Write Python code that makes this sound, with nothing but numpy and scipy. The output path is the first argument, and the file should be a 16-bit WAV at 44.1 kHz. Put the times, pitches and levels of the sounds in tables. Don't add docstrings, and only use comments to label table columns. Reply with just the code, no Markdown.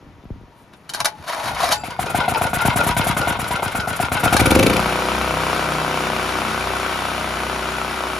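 import sys
import numpy as np
from scipy import signal
from scipy.fft import rfft, irfft, next_fast_len
from scipy.io import wavfile
from scipy.ndimage import uniform_filter1d

SR = 44100
rng = np.random.default_rng(int(sys.argv[2]) if len(sys.argv) > 2 else 0)


def put_to_file(sound):
    columns = np.atleast_2d(sound).T
    safe = np.clip(columns, -1, 1)
    whole_steps = np.round(safe * 32767)
    wavfile.write(sys.argv[1], SR, whole_steps.astype(np.int16))


def amplitude_ratio(level_db):
    exponent = np.asarray(level_db, float) / 20
    return 10 ** exponent


N = 361179
TIME = np.arange(N) / SR
GOVERNED_S = .03179
GOVERNOR_S, TAKES_S = 4.7, 0.1


def unit(x):
    return x / np.sqrt(np.mean(x ** 2) + 1e-20)


def along(points, hz):
    f, v = np.transpose(points)
    return np.interp(np.log(hz + 1), np.log(f + 1), v)


def curves(rows, at=TIME):
    s, *cols = np.transpose(rows)
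    return [np.interp(at, s, c) for c in cols]


def bell(x, centre, spread):
    return np.exp(-.5 * ((x - centre) / spread) ** 2)


def decay(t, db, t60):
    return amplitude_ratio(db - 60 * t / t60)


def strike(out, start_s, sound):
    out[round(start_s * SR):][:len(sound)] += sound


def wobble(rate):
    knots = int(N * rate / SR) + 2
    return np.interp(TIME * rate, np.arange(knots), rng.standard_normal(knots))


def filtered(x, response):
    m = next_fast_len(N + SR // 2)
    return irfft(rfft(x, m) * response(np.fft.rfftfreq(m, 1 / SR)), m)[..., :N]


def white():
    return rng.standard_normal(N)


def noise(spectrum):
    return unit(filtered(white(), lambda hz: amplitude_ratio(along(spectrum, hz))))


def resonant(x, modes):
    def response(f):
        total = 0
        for k, (c, w, db) in enumerate(modes):
            total = total + (-1) ** k * amplitude_ratio(db) * 1j * f * w / (c * c - f * f + 1j * f * w)
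        return total
    return filtered(x, response)


def pulses(times, db):
    at = np.clip(np.round(times * SR).astype(int), 0, N - 1)
    return np.bincount(at, amplitude_ratio(db) * (times * SR < N - 1), N)


def held(db, turns):
    return amplitude_ratio(db[turns.astype(int)]) * (turns >= 0)


def governor(at):
    return np.clip((at - GOVERNOR_S) / TAKES_S, 0, 1)


# start_s, elapsed_cycles
CHOKED = [(1.379, 0), (1.636, 1), (1.835, 2), (2.145, 4), (2.412, 6), (2.65, 8), (2.864, 10), (3.066, 12),
          (3.165, 13), (3.272, 14), (3.506, 16), (3.622, 17), (3.747, 18), (3.998, 20), (4.233, 22)]
# start_s, delay_s
HUNT = [
    (4.86, 0),
    (5.06, .004),
    (6.1, .0015),
    (7.2, -.0005),
    (8.19, -.001),
]


def crank():
    first_excess_s, shrink = .0592, .676
    s, count = np.transpose(CHOKED)
    free = np.arange(1, int((N / SR - s[-1]) / GOVERNED_S) + 1)
    excess = first_excess_s * (1 - shrink ** free) / (1 - shrink)
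    s = np.r_[s, s[-1] + GOVERNED_S * free + excess]
    count = np.r_[count, count[-1] + free]
    s = s + curves(HUNT, s)[0]
    return np.interp(TIME, s, count, left=-1), lambda turns: np.interp(turns, count, s)


# start_s, air_draw_db, choke_pop_db, open_throttle (0-1)
BREATH = [(1.379, -44.5, -17, 0.26), (1.636, -38.5, 1.5, 0.53), (1.835, -40, -13, 0.44),
          (1.989, -30.5, -0.5, 0.07), (2.145, -27.5, -1.5, 0.17), (2.279, -29, 0.5, 0.17),
          (2.412, -27, -3, 0), (2.65, -24, -3.5, 0.09), (2.864, -23.5, -4, 0), (3.07, -23.5, -6, 0.05),
          (3.272, -28, -9, 0.1), (3.39, -29, -15, 0.11), (3.5, -30.5, -10, 0.02), (3.626, -30, -8.5, 0),
          (3.87, -29.5, -7.5, 0), (4.115, -26.5, -9.5, 0.14), (4.233, -22.5, -6.5, 0.24),
          (4.36, -21, 3, 0.37), (4.51, -20, -25, 0.37), (4.66, -23, -38, 0.75), (4.72, -28, -23, 0.54),
          (4.765, -28.5, -21, 0.97), (4.83, -35.5, -24, 0.47), (5.2, -39, -66, 0.77), (8.19, -72, -38, 0.6)]
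# start_s, level_db
AWAY = [
    (4.8, -3),
    (5.5, -2.5),
    (6.5, -3.5),
    (7.2, -4.5),
    (8.19, -5.5),
]


def strengths(cycle, at):
    draw_db, pop_db, throttle = curves(BREATH, at)
    away_db, = curves(AWAY, at)
    draw_db = draw_db + away_db
    misfire = (cycle % 2 == 1) & (cycle > CHOKED[2][1]) & (cycle < CHOKED[-1][1])
    miss_db = -2 * misfire
    thump_db = draw_db + 6.5 + 10 * throttle - 17 * governor(at) + miss_db
    looser_db = -2.5 * (at < CHOKED[-1][0])
    clatter_db = -18.5 + looser_db + 0.43 * (draw_db + 28.5)
    return pop_db + away_db + miss_db, thump_db, draw_db, clatter_db, draw_db - 18


def with_speed(turns):
    tone_db_per_octave, fan_db_per_octave, fan_full_hz = 16, 12, 13.14
    rate = uniform_filter1d(np.gradient(turns.clip(0)) * SR, size=4000) + 1e-3
    away_db, = curves(AWAY)
    rise_db = tone_db_per_octave * np.log2(rate * GOVERNED_S)
    tone_db = -28 + rise_db
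    crack_db = 1 + 1.4 * away_db + rise_db - 13 * (1 - governor(TIME))
    crack_db = crack_db + 5 * np.exp(-np.abs(TIME - GOVERNOR_S - TAKES_S) / .35)
    fan_db = -22 + away_db + fan_db_per_octave * np.log2(np.minimum(rate / fan_full_hz, 1))
    fan_db = fan_db - 11.5 * (TIME < CHOKED[-1][0]) * bell(turns % 2, 0.88, 0.13)
    return tone_db, crack_db, fan_db, curves(BREATH)[2]


def engine():
    turns, time_of = crank()
    cycle, share = np.arange(int(turns[-1]) + 1), turns % 1
    pop_db, thump_db, hiss_db, clatter_db, puff_db = strengths(cycle, time_of(cycle))
    tone_db, crack_db, fan_db, throttle = with_speed(turns)
    luck = rng.standard_normal((len(cycle), 8)).T
    shut = time_of(cycle + .31 + 0.0077 * luck[0])
    stroke = np.clip(share / 0.075, 0, 1) * np.clip((.33 - share) / 0.067, 0, 1) + 0.01

    pop = intake_pop(cycle, time_of, shut, pop_db, luck)
    thump = intake_thump(cycle, time_of, shut, thump_db, throttle, luck)
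    air = intake_hiss(turns, stroke, hiss_db, puff_db, throttle)
    clatter = valve_clatter(cycle, turns, time_of, clatter_db, throttle, luck)
    rocking = uniform_filter1d(held(thump_db - 11.5, turns), 2000) * noise(RUMBLE)
    firing = -amplitude_ratio(tone_db) * exhaust_tone(turns)
    firing = firing - amplitude_ratio(crack_db) * firing_crack(cycle, time_of, luck)
    firing = firing + amplitude_ratio(fan_db) * cooling_fan(share)
    bark = muffler_bark(cycle, time_of, luck)
    return pop + thump - bark + air + clatter + rocking + (turns >= 2) * firing


# centre_hz, width_hz, level_db
AIR_BOX = [(732, 65, 2), (900, 200, -13)]


def intake_pop(cycle, time_of, shut, pop_db, luck):
    suck = pulses(time_of(cycle), pop_db + 38 + 2.5 * luck[4])
    suck = suck + pulses(shut, pop_db + 27 + 3 * luck[1])
    duct = resonant(suck, [(700, 200, 0.38)])
    return resonant(duct, AIR_BOX)


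# frequency_hz, level_db
THUMP = [(30, -34), (60, 0.5), (110, 5), (250, 1), (450, -17), (800, -6), (2000, -61)]
# centre_hz, width_hz, level_db
THROAT = [(66, 30, -18), (163, 80, -2), (325, 100, -2), (525, 22, 5)]


def intake_thump(cycle, time_of, shut, thump_db, throttle, luck):
    push = pulses(time_of(cycle + 0.011), thump_db + 44.5 + 1.64 * luck[2])
    push = push + pulses(shut, thump_db + 46.5 + 2 * luck[3])
    rebound = pulses(time_of(cycle + .46), thump_db + 40 + 2 * luck[1])
    dull = (1 - throttle.clip(0, 1)) * filtered(push, lambda hz: amplitude_ratio(along(THUMP, hz)))
    return dull + amplitude_ratio(4.0) * resonant(throttle * (push + 1.3 * throttle * rebound), THROAT)


# frequency_hz, level_db
INTAKE = [(500, 7.5), (1500, 8), (3000, 0.5), (5000, -6.5), (6500, -3), (8000, 8.5), (10000, 4.5),
          (13000, -3), (16000, 1)]
# centre_hz, width_hz, level_db
GULP = [(1210, 88, 0), (2330, 260, 4.5), (3600, 3500, -8.5)]
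# start_s, level_db
PUFFS = [(2.106, -26), (2.239, -43), (2.38, -25.5), (2.5, -33), (2.62, -23), (2.73, -40), (2.843, -24),
         (3.048, -25), (3.484, -26), (3.722, -33), (3.967, -26), (4.204, -25)]


def intake_hiss(turns, stroke, hiss_db, puff_db, throttle):
    rush = held(hiss_db + 6.5, turns) * amplitude_ratio(throttle) * stroke
    late_puff = held(puff_db + 9.0, turns) * bell(turns % 1, 0.86, 0.048)
    blown_back = sum(amplitude_ratio(db) * bell(TIME, s, 0.0056) for s, db in PUFFS)
    hiss = (rush + late_puff + blown_back) * noise(INTAKE)
    gulp = held(hiss_db + 11.5, turns) * throttle * stroke * unit(resonant(white(), GULP))
    return hiss + gulp


# place (share of the cycle), spread (share of the cycle), level_db
VALVES = [
    (.04, 0.058, -3),
    (.29, 0.034, -5.5),
    (.47, 0.065, -6.5),
    (.58, .07, -12),
    (.76, 0.076, -6.5),
]
# centre_hz, width_hz, level_db
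CASING = [(560, 400, -4), (950, 153, 1.5), (1431, 93, 2.5), (1560, 120, -4), (5400, 97, -31.5),
          (2122, 92, -3), (2493, 78, -8), (3680, 1040, -18), (4630, 1300, -44)]
# frequency_hz, level_db
SEAT = [(400, -14), (1600, -3), (4000, -4.5), (6500, -4), (9500, 0), (13000, -19), (16000, -16)]


def valve_clatter(cycle, turns, time_of, clatter_db, throttle, luck):
    share, at_cycle = turns % 1, turns.astype(int)
    knocks, ticks = .17 + .5 * throttle, 0
    for k, (c, w, db) in enumerate(VALVES):
        knocks = knocks + amplitude_ratio(db + 3 * luck[3 + k][at_cycle]) * bell(share, c, w)
        ticks = ticks + pulses(time_of(cycle + c + w * luck[7 - k]), db + 23.5 + 4 * luck[k])
    grit = white() * amplitude_ratio(4 * (0.5 - throttle) * wobble(500))
    cover = resonant(knocks * grit * amplitude_ratio(5 * wobble(30)) + ticks, CASING[::2])
    block = resonant(knocks * grit * amplitude_ratio(5 * wobble(30)) - ticks, CASING[1::2])
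    level = uniform_filter1d(held(clatter_db, turns), 800)
    clatter = level * unit(cover - block) * (1 - 1.33 * throttle.clip(0, 1))
    lift = np.clip((share - .44) / 0.035, 0, 1) * np.exp(-(share - .44) / 0.037)
    seat = held(clatter_db + 0.5 + 2 * luck[5], turns) * lift
    return clatter + seat * (1 - throttle.clip(0, 1)) * noise(SEAT)


# multiple (of the cycle rate), level_db, change_db_per_s (as the phone moves round)
EXHAUST = [(2, 0, -1), (3, -9, 0), (4, -9, -2), (5, -4, -1.5), (6, -11, -2), (7, -4, -1), (8, -12, -2),
           (9, -6, -1.5), (10, -8, -2), (11, -11, -2), (12, -2.5, -1), (13, -14, -2), (16, -5.5, -5),
           (17, -13, -3), (18, -11, -3.5), (20, -8, -1.5), (23, -6, -2), (25, -8, -2), (27, -9, -2)]


def exhaust_tone(turns):
    tone = 0
    for k, db, slope_db in EXHAUST:
        level_db = db + slope_db * (TIME.clip(GOVERNOR_S) - 6.3) + 3.0 * wobble(5.4)
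        phase = k * 2 * np.pi * turns + .35 * k * k + .6 * wobble(11.0)
        tone = tone + amplitude_ratio(level_db) * np.cos(phase)
    return unit(tone)


# centre_hz, width_hz, level_db
HEAD = [(420, 250, -8), (900, 550, 0), (1500, 400, -5), (2400, 800, -10)]


def firing_crack(cycle, time_of, luck):
    blows = pulses(time_of(cycle - .03 + .003 * luck[0]), 22 + 1.5 * luck[7])
    blows = blows + pulses(time_of(cycle + .47), 10 + 3 * luck[6])
    return filtered(resonant(blows, HEAD), lambda hz: 1 / (1 + 1j * hz / 3200) ** 2)


# frequency_hz, level_db
FAN = [(40, -31.5), (100, -28), (350, -5.5), (450, -10), (800, -7.5), (1500, -2.5), (1800, -11),
       (2300, -9.5), (4000, -17), (5200, -20), (5700, -19.5), (6300, -24.5), (7000, -20), (9300, -19),
       (12000, -29.5), (16000, -28.5)]


def cooling_fan(share):
    pulse_db = 1.4 * np.cos(4 * np.pi * (share - .05))
    return noise(FAN) * amplitude_ratio(pulse_db + .5 * wobble(12) + .6 * wobble(400))


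# centre_hz, width_hz, level_db
BARK = [(152, 100, 5), (296, 180, 1), (514, 160, -16)]


def muffler_bark(cycle, time_of, luck):
    at = time_of(cycle - .03)
    bark_db = 28 - 20 * (at - GOVERNOR_S) / 0.41 + 0.5 * (-1) ** cycle + 1.3 * luck[7]
    return resonant(pulses(at, bark_db * 1.0) * governor(TIME), BARK)


# start_s, peak_db, panel_hz, t60_s
RATTLES = [(2.029, -16, 1550, 0.051), (2.068, -14.5, 940, 0.028), (2.084, -25, 1380, 0.054),
           (2.174, -18, 1420, 0.062), (2.202, -10, 1393, 0.073), (2.241, -26, 970, 0.043),
           (2.314, -28, 1390, 0.048), (2.346, -7.5, 907, 0.099), (2.357, -9, 872, 0.19),
           (2.442, -15, 1443, 0.1), (2.468, -15, 1420, 0.086), (2.564, -23, 1410, 0.056),
           (2.59, -12, 1470, 0.085), (2.604, -8, 1400, 0.15), (2.702, -9, 1420, 0.063),
           (2.79, -9, 1390, 0.064), (2.81, -16, 1240, 0.07), (2.889, -10, 1270, 0.06),
           (2.912, -10, 960, 0.19), (3.013, -7.5, 950, 0.061), (3.098, -12, 1243, 0.09),
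           (3.112, -12, 1400, 0.048), (3.192, -19, 1413, 0.093), (3.215, -12, 1440, 0.076),
           (3.303, -14, 1434, 0.11), (3.325, -15, 1396, 0.07), (3.422, -20, 1380, 0.083),
           (3.442, -15, 1440, 0.048), (3.511, -11.5, 970, 0.31), (3.554, -11, 1380, 0.077),
           (3.66, -15, 1510, 0.076), (3.678, -15, 1420, 0.07), (3.799, -8.5, 1460, 0.071),
           (3.903, -15, 1475, 0.078), (3.933, -15, 1420, 0.083), (4.027, -10, 1390, 0.082),
           (4.047, -11, 1410, 0.09), (4.152, -11.5, 1500, 0.058), (4.175, -10, 1475, 0.08),
           (4.278, -5.5, 1420, 0.056)]
# centre_hz, width_hz, level_db
SHROUD = [(1800, 180, 1), (2260, 97, 2.5), (2560, 200, 4), (3110, 400, 1), (4010, 300, -1), (5070, 210, -3)]


def panels():
    ring, buzz, t = np.zeros(N + SR), np.zeros(N + SR), np.arange(SR // 5) / SR
    for s, db, hz, t60 in RATTLES:
        shape = decay(t, db, np.clip(t60, .02, .25)) * (1 - np.exp(-t / 0.0019))
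        wander = .04 * np.cumsum(rng.standard_normal(len(t)))
        strike(ring, s, shape * np.sin(2 * np.pi * hz * t + wander))
        strike(buzz, s, decay(t, db, 0.024) * (1 - np.exp(-t / 0.00063)))
    return amplitude_ratio(-6) * ring[:N] + amplitude_ratio(-9.5) * unit(resonant(white(), SHROUD)) * buzz[:N]


def starter():
    return ratchet() + rope()


# frequency_hz, level_db
TOOTH = [(400, -16), (800, -6), (1600, -18.5), (4000, -10), (6500, -0.5), (9500, 4), (13000, -7.5),
         (16000, -15)]
# centre_hz, width_hz, level_db
TEETH = [(660, 57, 1), (853, 14, -10), (1490, 140, 0), (2340, 240, -7), (3050, 170, -1.5), (3840, 79, 4),
         (4360, 210, 1.5), (5830, 1500, -9)]


def hub():
    return unit(amplitude_ratio(-4) * noise(TOOTH) + amplitude_ratio(-2) * unit(resonant(white(), TEETH)))


# start_s, peak_db, rattle_t60_s, ring_db
RATCHET = [(0.7346, -41, 0.033, -11), (0.892, -21, 0.053, -18), (0.8966, -23, 0.037, -30),
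           (0.9356, -15, 0.064, -29), (0.946, -17, 0.053, -9), (1.003, -7.5, 0.029, -15),
           (1.046, -6, 0.036, -22), (1.0548, -0.5, 0.027, -26), (1.06, -9, 0.016, -12.5),
           (1.0794, -49, 0.05, -4), (1.281, -23.5, 0.073, -12), (1.347, -33, 0.038, 7),
           (1.487, -35, 0.017, -7), (1.6162, -30, 0.05, -2), (1.689, -12, 0.022, -10),
           (1.7187, -9, 0.049, -9), (1.723, -10, 0.11, -33), (3.874, -28, 0.037, -12),
           (4.366, -6, 0.055, -6), (4.395, -15.5, 0.055, -6)]
# frequency_hz, level_db, t60_s
PAWL = [(844, 2.5, 0.63), (1193, 17, 0.023), (1613, 14.5, 0.046), (2320, 6, 0.067), (3300, -20, 0.039),
        (3690, -9, 0.07), (4370, 1, 0.027), (4716, -38, 5.0), (5873, -53, 0.084), (8300, 21.5, 0.0097)]
# frequency_hz, level_db, t60_s
CUP = [(1798, -11, .5), (2638, -7, .5), (4780, -5.5, 1.0), (7176, 4, .3), (8812, -8, .5)]
# start_s, peak_db
CATCHES = [
    (1.278, -26),
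    (1.3457, -20),
    (1.4185, -27),
    (1.441, -23),
    (1.5467, -13),
    (1.6146, -24),
    (1.6415, -4),
    (1.6904, -15),
    (1.7178, -19),
]


def ratchet():
    ring, rattle, t = np.zeros(N + SR), np.zeros(N + SR), np.arange(SR // 2) / SR
    for s, db, t60, ring_db in RATCHET:
        strike(rattle, s, decay(t, db - 5.5, max(t60, .005)) * (1 - np.exp(-t / 0.00099)))
        modes = 0
        for hz, level, life in PAWL:
            modes = modes + decay(t, level + rng.normal(0, 1.85), min(life, .35)) * np.sin(2 * np.pi * hz * t)
        strike(ring, s, amplitude_ratio(db - 13.5 + ring_db) * modes)
    for s, db in CATCHES:
        strike(rattle, s, decay(t, db - 11, 0.027) * (1 - np.exp(-t / .001)))
    cup = 0
    for hz, level, life in CUP:
        beat = 1 + .7 * np.cos(2 * np.pi * rng.uniform(24.6, 70) * t)
        broken_db = 3.2 * wobble(54)[:len(t)]
        cup = cup + decay(t, level + broken_db, life) * beat * np.sin(2 * np.pi * hz * t)
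    strike(ring, 1.722, amplitude_ratio(-34) * cup)
    spring = decay(t, -28 + 2 * wobble(40)[:len(t)], 0.49) * np.sin(2 * np.pi * 860 * t)
    strike(ring, 1.058, spring)
    return ring[:N] + rattle[:N] * hub()


# start_s, effort_db
ROPE = [
    [(0.88, -72), (0.892, -46), (1.016, -19), (1.03, -49), (1.056, -17.5), (1.142, -48), (1.26, -35)],
    [(1.296, -21), (1.396, -26.5), (1.478, -17.5), (1.544, -28), (1.634, -15), (1.7, -23.5), (1.716, -10),
     (1.77, -39), (2.05, -64)],
]
# centre_hz, width_hz, level_db
SPOOL = [(663, 133, -6), (875, 24, -19), (970, 120, -6), (1520, 1460, -14.5)]


def rope():
    pull_s, slack_hz, pull_hz, sag_hz_per_s = 1.2, 872, 1022, 690
    drone_db, = curves([(.86, -90)] + list(ROPE[0]) + list(ROPE[1]))
    pulled = np.clip((TIME - pull_s) / 0.0655, 0, 1)
    grain = amplitude_ratio(2.9 * wobble(150))
    drone = amplitude_ratio(drone_db - 5.5) * unit(resonant(grain * white(), SPOOL))
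    whine_hz = slack_hz + pulled * (pull_hz - slack_hz - sag_hz_per_s * (TIME.clip(0, 2) - pull_s))
    whine = amplitude_ratio(drone_db - 7.0) * wobble(160) * np.sin(2 * np.pi * np.cumsum(whine_hz) / SR)
    scrape_db = drone_db - 10 - 1.5 * pulled
    scrape = amplitude_ratio(scrape_db - 1.5) * unit(grain * hub())
    rub = amplitude_ratio(-33) * bell(TIME, 1.675, .013)
    squeal = rub * unit(resonant(white(), [(5150, 160, 0)]))
    return drone + whine + scrape + squeal


# start_s, peak_db
NUDGES = [(0.026, -36.5), (0.066, -37), (0.131, -41), (0.182, -38), (0.237, -36), (0.253, -30.5),
          (0.304, -23), (0.359, -38), (0.411, -34), (0.434, -35), (0.48, -41), (0.619, -42), (1.195, -38)]
# start_s, level_db, pitch_hz
TAPS = [
    (.229, -50, 3200),
    (.243, -58, 11500),
    (.254, -46, 900),
    (.41, -62, 9500),
]


def nudges():
    nudge_hz, swing_hz = 314, 139
    out, t = np.zeros(N + SR), np.arange(SR // 10) / SR
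    push = lambda u: u * u * (3 - u) * np.exp(-u) / 2
    for s, db in NUDGES:
        swing_db = 2 + 0.7 * (db + 21)
        motion = push(t * nudge_hz * 5) + amplitude_ratio(swing_db) * push(t * swing_hz * 5)
        strike(out, s, amplitude_ratio(db + 11.5) * motion)
    for s, db, hz in TAPS:
        rough = .3 * np.cumsum(rng.standard_normal(len(t)))
        strike(out, s, decay(t, db, .02) * np.sin(2 * np.pi * hz * t + rough))
    return out[:N]


# start_s, rumble_db, fall_db_per_s
GRIP = [
    (.09, -34, 150),
    (.34, -33, 140),
    (1.03, -33, 368),
    (1.2, -34, 225),
    (1.49, -22.5, 71),
    (1.83, -44, 73),
    (1.99, -30, 90),
]
# frequency_hz, level_db
RUMBLE = [(20, -35), (45, 1.5), (80, 5), (150, 3.5), (300, -8.5), (800, -67)]


def hand_rumble():
    rises = []
    for s, db, fall in GRIP:
        rises.append(db - np.maximum(250 * (s - TIME), fall * (TIME - s)))
    grip_db = np.maximum(np.max(rises, axis=0), -50.5)
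    return amplitude_ratio(grip_db - 8.5 + 2.5 * wobble(25)) * noise(RUMBLE)


# frequency_hz, level_db
YARD = [(25, -18), (60, -6), (180, -0.5), (400, -6), (960, -8), (1300, -12), (2200, -16.5), (4000, -24.5),
        (8000, -32), (16000, -41)]
# start_s, level_db
MURMUR = [
    (0, -49.5),
    (.8, -51),
    (.9, -46.5),
]
# centre_s, spread_s, level_db
RUSTLES = [
    (.61, 0.045, -59),
    (.8, 0.054, -65),
]
# centre_hz, width_hz, level_db
FAR_HUM = [(950, 36, -65)]


def yard():
    murmur_db = curves(MURMUR)[0] + 8 * bell(TIME, 0.74, 0.009)
    murmur = amplitude_ratio(murmur_db + .6 * wobble(13.0)) * noise(YARD)
    rustle = amplitude_ratio(-83) + sum(amplitude_ratio(db) * bell(TIME, s, spread) for s, spread, db in RUSTLES)
    glove = rustle * amplitude_ratio(3.5 * wobble(89.4)) * noise(INTAKE)
    hum = amplitude_ratio(3.1 * wobble(7.8)) * unit(resonant(white(), FAR_HUM)) * amplitude_ratio(FAR_HUM[0][2])
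    return murmur + glove + hum + hand_rumble()


def walls(x, t60):
    t = np.arange(SR // 4) / SR
    tail = rng.standard_normal(len(t)) * decay(t, 0, t60) * (1 - np.exp(-t / 0.0069))
    return signal.fftconvolve(x, tail / np.linalg.norm(tail))[:N]


# frequency_hz, level_db
DIFFUSE = [(60, -22), (200, -15), (500, -20), (1000, -10), (2000, -8), (4500, -4), (5500, -8), (6200, -18),
           (7500, -20), (22050, -21)]


def scene():
    near = engine() + panels() + starter() + yard()
    scattered = filtered(walls(near, t60=0.074), lambda hz: hz * hz / (hz * hz + 450 ** 2))
    near = near + amplitude_ratio(-10.0) * scattered + nudges()
    apart = filtered(walls(near, t60=0.068), lambda hz: amplitude_ratio(along(DIFFUSE, hz)))
    return np.array([near + apart, near - apart])


def pruned(x, under_db):
    hz, _, z = signal.stft([x[0] + x[1], x[0] - x[1]], SR, nperseg=1024)
    power = np.abs(z[:, :512]) ** 2
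    bands = power.reshape(2, 64, 8, -1).sum(axis=2)
    total = power[:, 100:].sum(axis=(0, 1))
    attack = total > 13 * np.roll(total, 2)
    weak = (bands < bands[::-1] * amplitude_ratio(-2 * under_db)) & ~attack
    z[:, :512] *= 1 - np.repeat(weak, 8, axis=1) * (hz[:512, None] > 5600)
    mid, side = signal.istft(z, SR, nperseg=1024)[1][:, :N] / 2
    return np.array([mid + side, mid - side])


# frequency_hz, left_lead_rad
PORTS = [(0, 0), (600, .3), (1100, -.1), (1700, -.5), (2000, .2), (3300, .4), (5600, .1), (6300, -.2),
         (7600, -2.45), (8850, -3.8), (10500, -5.6), (12900, -6.95), (13600, -8.75), (16000, -9.8)]
# frequency_hz, left_minus_right_db
TILT = [(60, .8), (140, 2), (330, 2), (500, 1.5), (770, 4.6), (1200, 3.5), (2700, 3.3), (4200, 2.2),
        (6400, .5), (7300, 0), (22050, 0)]


def microphones(x):
    hz_of, lead = np.transpose(PORTS)
    sides = np.array([[.5], [-.5]])

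    def response(hz):
        ports = amplitude_ratio(sides * along(TILT, hz)) * np.exp(1j * sides * np.interp(hz, hz_of, lead))
        late = np.exp(2j * 6.1 * np.arctan2(95, hz))
        return ports * late
    return filtered(x, response)


def roll_off(x):
    return signal.sosfilt(signal.butter(12, 15940, fs=SR, output="sos"), x)


def record(dry):
    x = microphones(dry)
    x = x / (1 + np.abs(x / .93) ** 4) ** (1 / 4)
    mix = filtered(pruned(x, under_db=6.5), lambda hz: hz < 15900)
    return roll_off(mix)


dry = scene()
out = record(dry)
put_to_file(out)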